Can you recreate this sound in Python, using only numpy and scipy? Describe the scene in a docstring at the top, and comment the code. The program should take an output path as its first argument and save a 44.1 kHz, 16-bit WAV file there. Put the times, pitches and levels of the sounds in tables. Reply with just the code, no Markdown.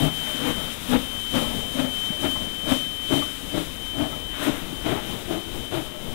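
"""Open ground beside a railway: a steam locomotive draws its train away from one small microphone.
Behind it the wheels rumble, the draught hums in the chimney and filtered noise shakes the ground.
The turbo-generator whines as a sinking sine, leaks hiss as flickering noise, knocked rods ring.
In front, four exhaust beats a wheel turn blow noise through the resonances of chimney and smokebox.
The microphone feeds the left channel only; levels are those reaching it, before its gain."""
import sys
import numpy as np
from scipy import signal
from scipy.fft import rfft, irfft
from scipy.io import wavfile
from scipy.ndimage import uniform_filter1d

SR = 44100
rng = np.random.default_rng(int(sys.argv[2]) if len(sys.argv) > 2 else 0)


def pcm_store(signal):
    """Save signal as 16-bit PCM."""
    levels = np.round(np.clip(np.atleast_2d(signal), -1, 1) * 32767)
    wavfile.write(sys.argv[1], SR, levels.astype(np.int16).T)


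N = 270774


def undb(db):
    """Decibels to an amplitude factor."""
    return 10 ** (np.asarray(db) / 20)


def unit(x):
    """Scale to an RMS of 1."""
    return x / np.sqrt(np.mean(x ** 2))


def clock():
    """Time of every sample in seconds."""
    return np.arange(N) / SR


def curve(table):
    """Second column of a table, joined by straight lines in time."""
    s, values = np.transpose(table)
    return np.interp(clock(), s, values)


def colour(x, points):
    """Filter by (Hz, dB) points joined on a log-frequency axis."""
    point_hz, point_db = np.transpose(points)
    hz = np.maximum(np.arange(N // 2 + 1) * SR / N, 1)
    gain_db = np.interp(np.log(hz), np.log(point_hz), point_db)
    return irfft(rfft(x) * undb(gain_db), N)


def noise(points):
    """Coloured noise with an RMS of 1."""
    return unit(colour(rng.standard_normal(N), points))


def resonance(x, hz, width_hz):
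    """Two-pole band-pass, gain 1 at the centre."""
    b, a = signal.iirpeak(hz, hz / width_hz, SR)
    return signal.lfilter(b, a, x)


def walk(rate):
    """Random levels held 1 / rate s and slewed twice; spread near 1."""
    hold = int(SR / rate)
    steps = np.repeat(rng.standard_normal(N // hold + 1), hold)
    slewed = uniform_filter1d(uniform_filter1d(steps, hold), hold)
    return 1.72 * slewed[:N]


def ring(s, hz, t60, rise_s):
    """A damped sine that starts at s and loses 60 dB in t60 seconds."""
    out, start = np.zeros(N), int(s * SR)
    t = np.arange(min(int(t60 * SR), N - start)) / SR
    onset = 1 - np.exp(-t / rise_s)
    decay = np.exp(-np.log(1000) * t / t60)
    out[start:start + len(t)] = np.sin(2 * np.pi * hz * t) * decay * onset
    return out


def swell(t, s, rise, fall, shape):
    """Rises to 1 at s and falls away again; shape 1 is pointed, 2 rounded."""
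    return np.exp(-np.abs((t - s) / np.where(t < s, rise, fall)) ** shape)


def surging(steady_db, swells):
    """Gain of a steady sound with (peak s, dB, rise s, fall s) swells added in power."""
    t = clock()
    power = undb(steady_db) ** 2
    for s, db, rise, fall in swells:
        power = power + (undb(db) * swell(t, s, rise, fall, shape=0.94)) ** 2
    return np.sqrt(power)


# Low rumble underfoot, fullest as the tender rolls by: start_s [s], level_db [dB]
GROUND_LEVEL = [(0, -52.5), (3.3, -48.5), (3.9, -43.5), (5.3, -44), (6.14, -51)]


def ground():
    """The lowest noise comes through the ground and thumps under each exhaust beat."""
    thump_db, thump_fade_db_per_s, thump_s = -42.5, 0.8, 0.1  # weaker as the engine draws away
    thumps = [(beat[0], thump_db - thump_fade_db_per_s * beat[0], thump_s, thump_s)
              for beat in EXHAUST_BEATS]
    spectrum = [(15, -21), (25, 4.0), (40, 4.0), (52, 4), (62, -1.5), (80, -1), (100, 0.0), (140, -25.5)]
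    return surging(curve(GROUND_LEVEL), thumps) * undb(2.0 * walk(6)) * noise(spectrum)


# Rolling train and chimney draught together: start_s [s], level_db [dB]
ROLLING_LEVEL = [(0.0, -42.5), (0.43, -34.5), (0.7, -39.5), (0.91, -38.5), (1.37, -40.5), (1.5, -32.5),
                 (1.71, -37.5), (1.91, -40.5), (2.26, -39.5), (2.5, -41), (3.09, -42.5), (3.25, -40),
                 (3.91, -43), (4.02, -42), (4.38, -43), (4.55, -38), (5.64, -39.5), (6.14, -42)]
# Spectrum of the wheel rumble: pitch_hz [Hz], level_db [dB per Hz, relative]
RUMBLE_SPECTRUM = [(20, 6.5), (45, 0), (70, 1), (150, 1), (250, 2.5), (320, -6), (450, -5), (600, -6),
                   (800, -10.5), (1500, -21.5)]


def rolling():
    """Wheels rumble unevenly as noise while the draught hums through chimney resonances."""
    beats = np.transpose(EXHAUST_BEATS)
    chimney_hz = np.interp(clock(), beats[0], beats[4])
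    draught = 0
    for hz in (238.6, 286, 340):  # each hum is loudest while the chimney pitch lies near it
        nearness = np.exp(-((chimney_hz - hz) / 40) ** 2)
        draught = draught + nearness * unit(resonance(rng.standard_normal(N), hz, width_hz=61))
    rumble = undb(2.4 * walk(12)) * noise(RUMBLE_SPECTRUM)
    return undb(curve(ROLLING_LEVEL)) * (rumble + undb(-7.5) * draught)


# Dull wheel thuds on rail joints: start_s [s], level_db [dB, before the onset softens it], pitch_hz [Hz]
JOINT_THUDS = [(0.346, -20, 248), (0.578, -28, 189), (2.103, -16, 198), (4.728, -23, 295),
               (5.56, -25.5, 348)]


def rail_joints():
    """Each wheel blow is a briefly ringing low sine."""
    return sum(undb(db) * ring(s, hz, t60=0.033, rise_s=0.0015) for s, db, hz in JOINT_THUDS)


# Blade tone, wavering as direct and reflected sound meet: start_s [s], level_db [dB]
BLADE_LEVEL = [(0, -40), (0.3, -37), (0.44, -39.5), (0.6, -37.5), (0.73, -44.5), (0.79, -62), (0.88, -46),
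               (0.96, -46.5), (1.15, -40), (1.44, -38.5), (1.55, -41), (1.66, -39.5), (1.82, -41),
               (1.92, -38), (2.33, -36), (2.46, -41.5), (2.72, -34.5), (2.97, -39), (3.2, -35), (3.44, -50),
               (3.52, -43), (3.61, -47), (3.74, -47.5), (3.91, -40.5), (4.2, -44), (4.33, -41), (4.55, -55),
               (4.8, -43.5), (5.12, -45.5), (5.21, -59), (5.36, -49), (5.67, -45.5), (5.8, -50.5),
               (6.14, -51)]
# Faint line one shaft turn below it: start_s [s], level_db [dB]
LOWER_LINE_LEVEL = [(0, -61.5), (4, -61.5), (4.6, -68), (6.14, -70)]


def generator():
    """A clean blade tone sinks until the engine runs straight away, with a shaft line either side."""
    blade_hz, sink_hz, settles_s, bend = 3085.3, 16.6, 5.6, 1.4  # starts sink_hz above blade_hz
    shaft_hz, above_db = 79, -68
    left_to_sink = np.clip(1 - clock() / settles_s, 0, 1)
    phase = 2 * np.pi * np.cumsum(blade_hz + sink_hz * left_to_sink ** bend) / SR
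    shaft = 2 * np.pi * shaft_hz * clock()
    blade = undb(curve(BLADE_LEVEL) + 1.0 * walk(14)) * np.sin(phase)
    below = undb(curve(LOWER_LINE_LEVEL) + 3 * walk(4)) * np.sin(phase - shaft)
    above = undb(above_db + 3 * walk(4)) * np.sin(phase + shaft)
    return np.sqrt(2) * (blade + below + above)  # levels are RMS


# Leaks surging with the piston strokes:
# peak_s [s], hiss_level_db [dB], rush_level_db [dB], rise_s [s], fall_s [s]
LEAK_SURGES = [(0.07, -35, -42, 0.15, 0.029), (0.27, -45, -41, .05, 0.15), (0.47, -39.5, -40.5, 0.12, 0.14),
               (0.915, -35.5, -48, .03, 0.056), (1.36, -33, -54, .05, 0.068), (1.435, -35, -52, 0.066, .09),
               (1.8, -36.5, -54, .04, 0.14), (2.06, -39, -46, 0.066, .07), (2.23, -35.5, -51, 0.052, .06),
               (2.32, -37, -51, .05, 0.1), (2.7, -31.5, -49, 0.035, 0.11), (3.14, -34.5, -47, 0.061, 0.23),
               (3.58, -36, -56, 0.054, 0.12), (4.03, -42, -55, 0.091, 0.053),
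               (4.35, -50, -42, 0.028, 0.067), (4.44, -34.5, -34.5, 0.064, 0.13),
               (4.89, -38.5, -39, 0.057, 0.16), (5.08, -44, -49, 0.1, 0.24), (5.32, -38.5, -51, .06, .08),
               (5.65, -44, -57, .015, .02), (5.75, -38.5, -55, .06, 0.14)]
# Spectrum of the bright hiss: pitch_hz [Hz], level_db [dB per Hz, relative]
HISS_SPECTRUM = [(1000, -10), (3000, -3), (5500, -2.5), (8000, -1.5), (10000, 0.5), (13000, -2),
                 (16000, -8)]
# Spectrum of the fuller rush: pitch_hz [Hz], level_db [dB per Hz, relative]
RUSH_SPECTRUM = [(200, -13), (800, 2.5), (1300, 6.5), (2000, 4), (4000, -7), (6000, -34)]


def steam():
    """Leaks: a bright hiss whose bands flicker apart and dull with distance, and a fuller rush."""
    # steady leaks fade as the engine draws away
    hiss_start_db, hiss_fade_db_per_s = -37, 1.28
    rush_start_db, rush_fade_db_per_s = -46, 1
    air_loss_db = 1.5  # from band to band, at the furthest point

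    hiss = colour(rng.standard_normal(N), HISS_SPECTRUM)
    low, middle = (signal.filtfilt(*signal.butter(2, hz, fs=SR), hiss) for hz in (6500, 11500))
    bands = low, middle - low, hiss - middle
    away = np.arange(N) / N  # 0 at the start, 1 furthest off
    flickering = sum(band * undb(0.54 * walk(22.24) - air_loss_db * k * away)
                     for k, band in enumerate(bands))

    hiss_swells = [(s, db, rise, fall) for s, db, _, rise, fall in LEAK_SURGES]
    rush_swells = [(s, db, rise, fall) for s, _, db, rise, fall in LEAK_SURGES]
    hiss_gain = surging(hiss_start_db - hiss_fade_db_per_s * clock(), hiss_swells)
    rush_gain = surging(rush_start_db - rush_fade_db_per_s * clock(), rush_swells)
    rush = rush_gain * undb(0.24 * walk(22)) * noise(RUSH_SPECTRUM)
    return hiss_gain * undb(0.6 * walk(25.18)) * unit(flickering) + rush


# Rod knocks: start_s [s], level_db [dB, of the blow], pitch_hz [Hz, favoured]
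ROD_KNOCKS = [(.27, -34, 627), (0.579, -36, 1260), (.67, -35.5, 520), (1.439, -26.5, 990),
              (1.592, -31.5, 535), (2.11, -37, 636), (2.352, -31.5, 1034), (3.218, -30, 1155),
              (4.122, -36, 1330), (4.15, -38.5, 634), (4.972, -27.5, 800), (5.849, -34, 670),
              (5.94, -39.5, 610)]
# Ringing modes of the steel: pitch_hz [Hz], level_db [dB, relative to the blow], t60_s [s]
ROD_MODES = [(540, 9.5, 0.052), (608, 2, 0.29), (852, 9.5, 0.089), (1058, -2, 0.2), (1168, 2.5, 0.12),
             (1306, 2, 0.19), (2026, 1.5, 0.11)]


def rods():
    """Play in the bearings: each blow rings the same steel, most of all near the favoured pitch."""
    rings = np.zeros(N)
    for s, blow_db, favoured_hz in ROD_KNOCKS:
        for hz, mode_db, t60 in ROD_MODES:
            loss_db = min(70 * abs(np.log2(hz / favoured_hz)), 12)  # 70 dB per octave, at most 12 dB
            rings += undb(blow_db + mode_db - loss_db) * ring(s, hz, t60, rise_s=0.0065)
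    return rings * undb(2.5 * walk(150))  # loose parts chatter while they ring


# Exhaust beats: peak_s [s], level_db [dB], rise_s [s], fall_s [s], chimney_hz [Hz], chimney_width_hz [Hz],
# second_mode_hz [Hz], smokebox_hz [Hz], smokebox_db [dB, relative], roar_db [dB, relative]
EXHAUST_BEATS = [(0.037, -25, 0.047, 0.059, 254, 69.6, 635, 158, 0.7, -9.5),
                 (0.486, -29, 0.078, 0.043, 268, 59, 503, 155, -9.5, -4.5),
                 (0.935, -19, 0.033, 0.038, 251, 30.7, 503, 184, -8.5, -8),
                 (1.357, -25.5, 0.025, 0.073, 243, 52, 520, 157, -7, -5),
                 (1.82, -26, 0.06, 0.056, 257, 42.2, 573, 186, -8.5, -8),
                 (2.259, -28, 0.05, 0.042, 277, 52, 602, 188, -11.5, -4.5),
                 (2.713, -22.5, 0.042, 0.045, 265, 44, 600, 190, -10, -7.5),
                 (3.132, -23, 0.027, 0.056, 285, 87, 600, 142, -8, -9),
                 (3.577, -28.5, 0.039, 0.052, 297, 73, 590, 194, -4.5, -7.5),
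                 (4.032, -27.5, 0.07, 0.033, 284, 58, 637, 124, -8, -8),
                 (4.498, -24.5, 0.078, 0.019, 287, 79, 608, 144, -10, -11),
                 (4.875, -26.5, 0.023, 0.087, 313, 104, 636, 148, -6, -7.5),
                 (5.316, -28, 0.025, 0.055, 340, 63, 662, 167, -11, -9.5),
                 (5.744, -29.5, 0.029, 0.063, 326, 53.6, 640, 122, -6, -5.5)]
# Spectrum of the jet roar: pitch_hz [Hz], level_db [dB per Hz, relative]
JET_SPECTRUM = [(30, 6.5), (130, 9.5), (400, -1.5), (800, 6.5), (1100, 0), (2000, -2.5), (4000, -10),
                (6000, -24), (16000, -33)]


def echo(sound):
    """Train side and banks send back a short diffuse tail, here decaying noise."""
    t60_s, level_db = 0.43, -10.5
    t = np.arange(int(0.4 * SR)) / SR
    tail = rng.standard_normal(len(t)) * np.exp(-np.log(1000) * t / t60_s)
    tail = tail / np.sqrt(np.sum(tail ** 2))
    return undb(level_db) * signal.fftconvolve(sound, tail)[:N]


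def exhaust():
    """Each beat is a turbulent jet that swells, blows the modes of chimney and smokebox and dies away."""
    self_limit = 0.4  # how far a blown mode holds its swing: 0 free, 1 steady
    second_width_hz, smokebox_width_hz = 72, 45.4
    third_hz, third_width_hz, third_db = 1240, 216, -7.5
    t, out = clock(), np.zeros(N)
    eddies, jet = rng.standard_normal(N), noise(JET_SPECTRUM)
    ragged = undb(2.0 * walk(70))  # the jet tears into lumps
    for s, db, rise, fall, hz, width_hz, second_hz, box_hz, box_db, roar_db in EXHAUST_BEATS:
        near = slice(max(int((s - 0.4) * SR), 0), int((s + 0.5) * SR))
        push = swell(t[near], s, rise, fall, shape=1.95)

        def blown(x):
            """Shape by the beat, keeping the energy of the push."""
            x = x * ragged[near] * push
            return x / np.sqrt(np.sum(x ** 2) / np.sum(push ** 2))

        def mode(mode_hz, mode_width_hz):
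            """Eddies through two resonances; the blown mode limits its swing, so it wanders less."""
            x = resonance(eddies[near], mode_hz, mode_width_hz)
            x = resonance(x, mode_hz, 2 * mode_width_hz)
            power = uniform_filter1d(x ** 2, size=int(3 * SR / mode_hz)) + 1e-9
            return blown(x / power ** (self_limit / 2))

        second_db = -6 - 0.3 * (db + 29.5)  # stronger beats favour the first mode
        body = mode(hz, width_hz)
        body = body + undb(second_db) * mode(second_hz, second_width_hz)
        body = body + undb(box_db) * mode(box_hz, smokebox_width_hz)
        roar = blown(jet[near]) + undb(third_db) * mode(third_hz, third_width_hz)
        fullest = push ** 0.15  # the roar needs the fullest blast
        out[near] += undb(db) * (body + undb(roar_db) * roar * fullest)
    return out + echo(out)


def scene():
    """All sources add up at the one microphone; the right channel is silent."""
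    background = ground() + rolling() + rail_joints()
    heard = background + generator() + steam() + rods() + exhaust()
    return np.array([heard, np.zeros(N)])


# Microphone colour up to its presence peak: pitch_hz [Hz], level_db [dB]
PRESENCE_RISE = [(2000, 0), (2800, 3), (3600, 7)]
# Microphone colour down to the dull shelf above: pitch_hz [Hz], level_db [dB]
DULL_SHELF = [(3850, 4.5), (4250, -5), (5000, -5.5), (16000, -5)]


def record(dry):
    """The small microphone has a presence peak and a dull shelf above it; the top is cut."""
    gain_db, top_hz = 6, 15720
    left = undb(gain_db) * colour(dry[0], PRESENCE_RISE + DULL_SHELF)
    steep_cut = signal.ellip(14, 0.3, 70, top_hz, fs=SR, output="sos")
    left = signal.sosfilt(steep_cut, left)
    return np.array([left, dry[1]])


dry = scene()
out = record(dry)
pcm_store(out)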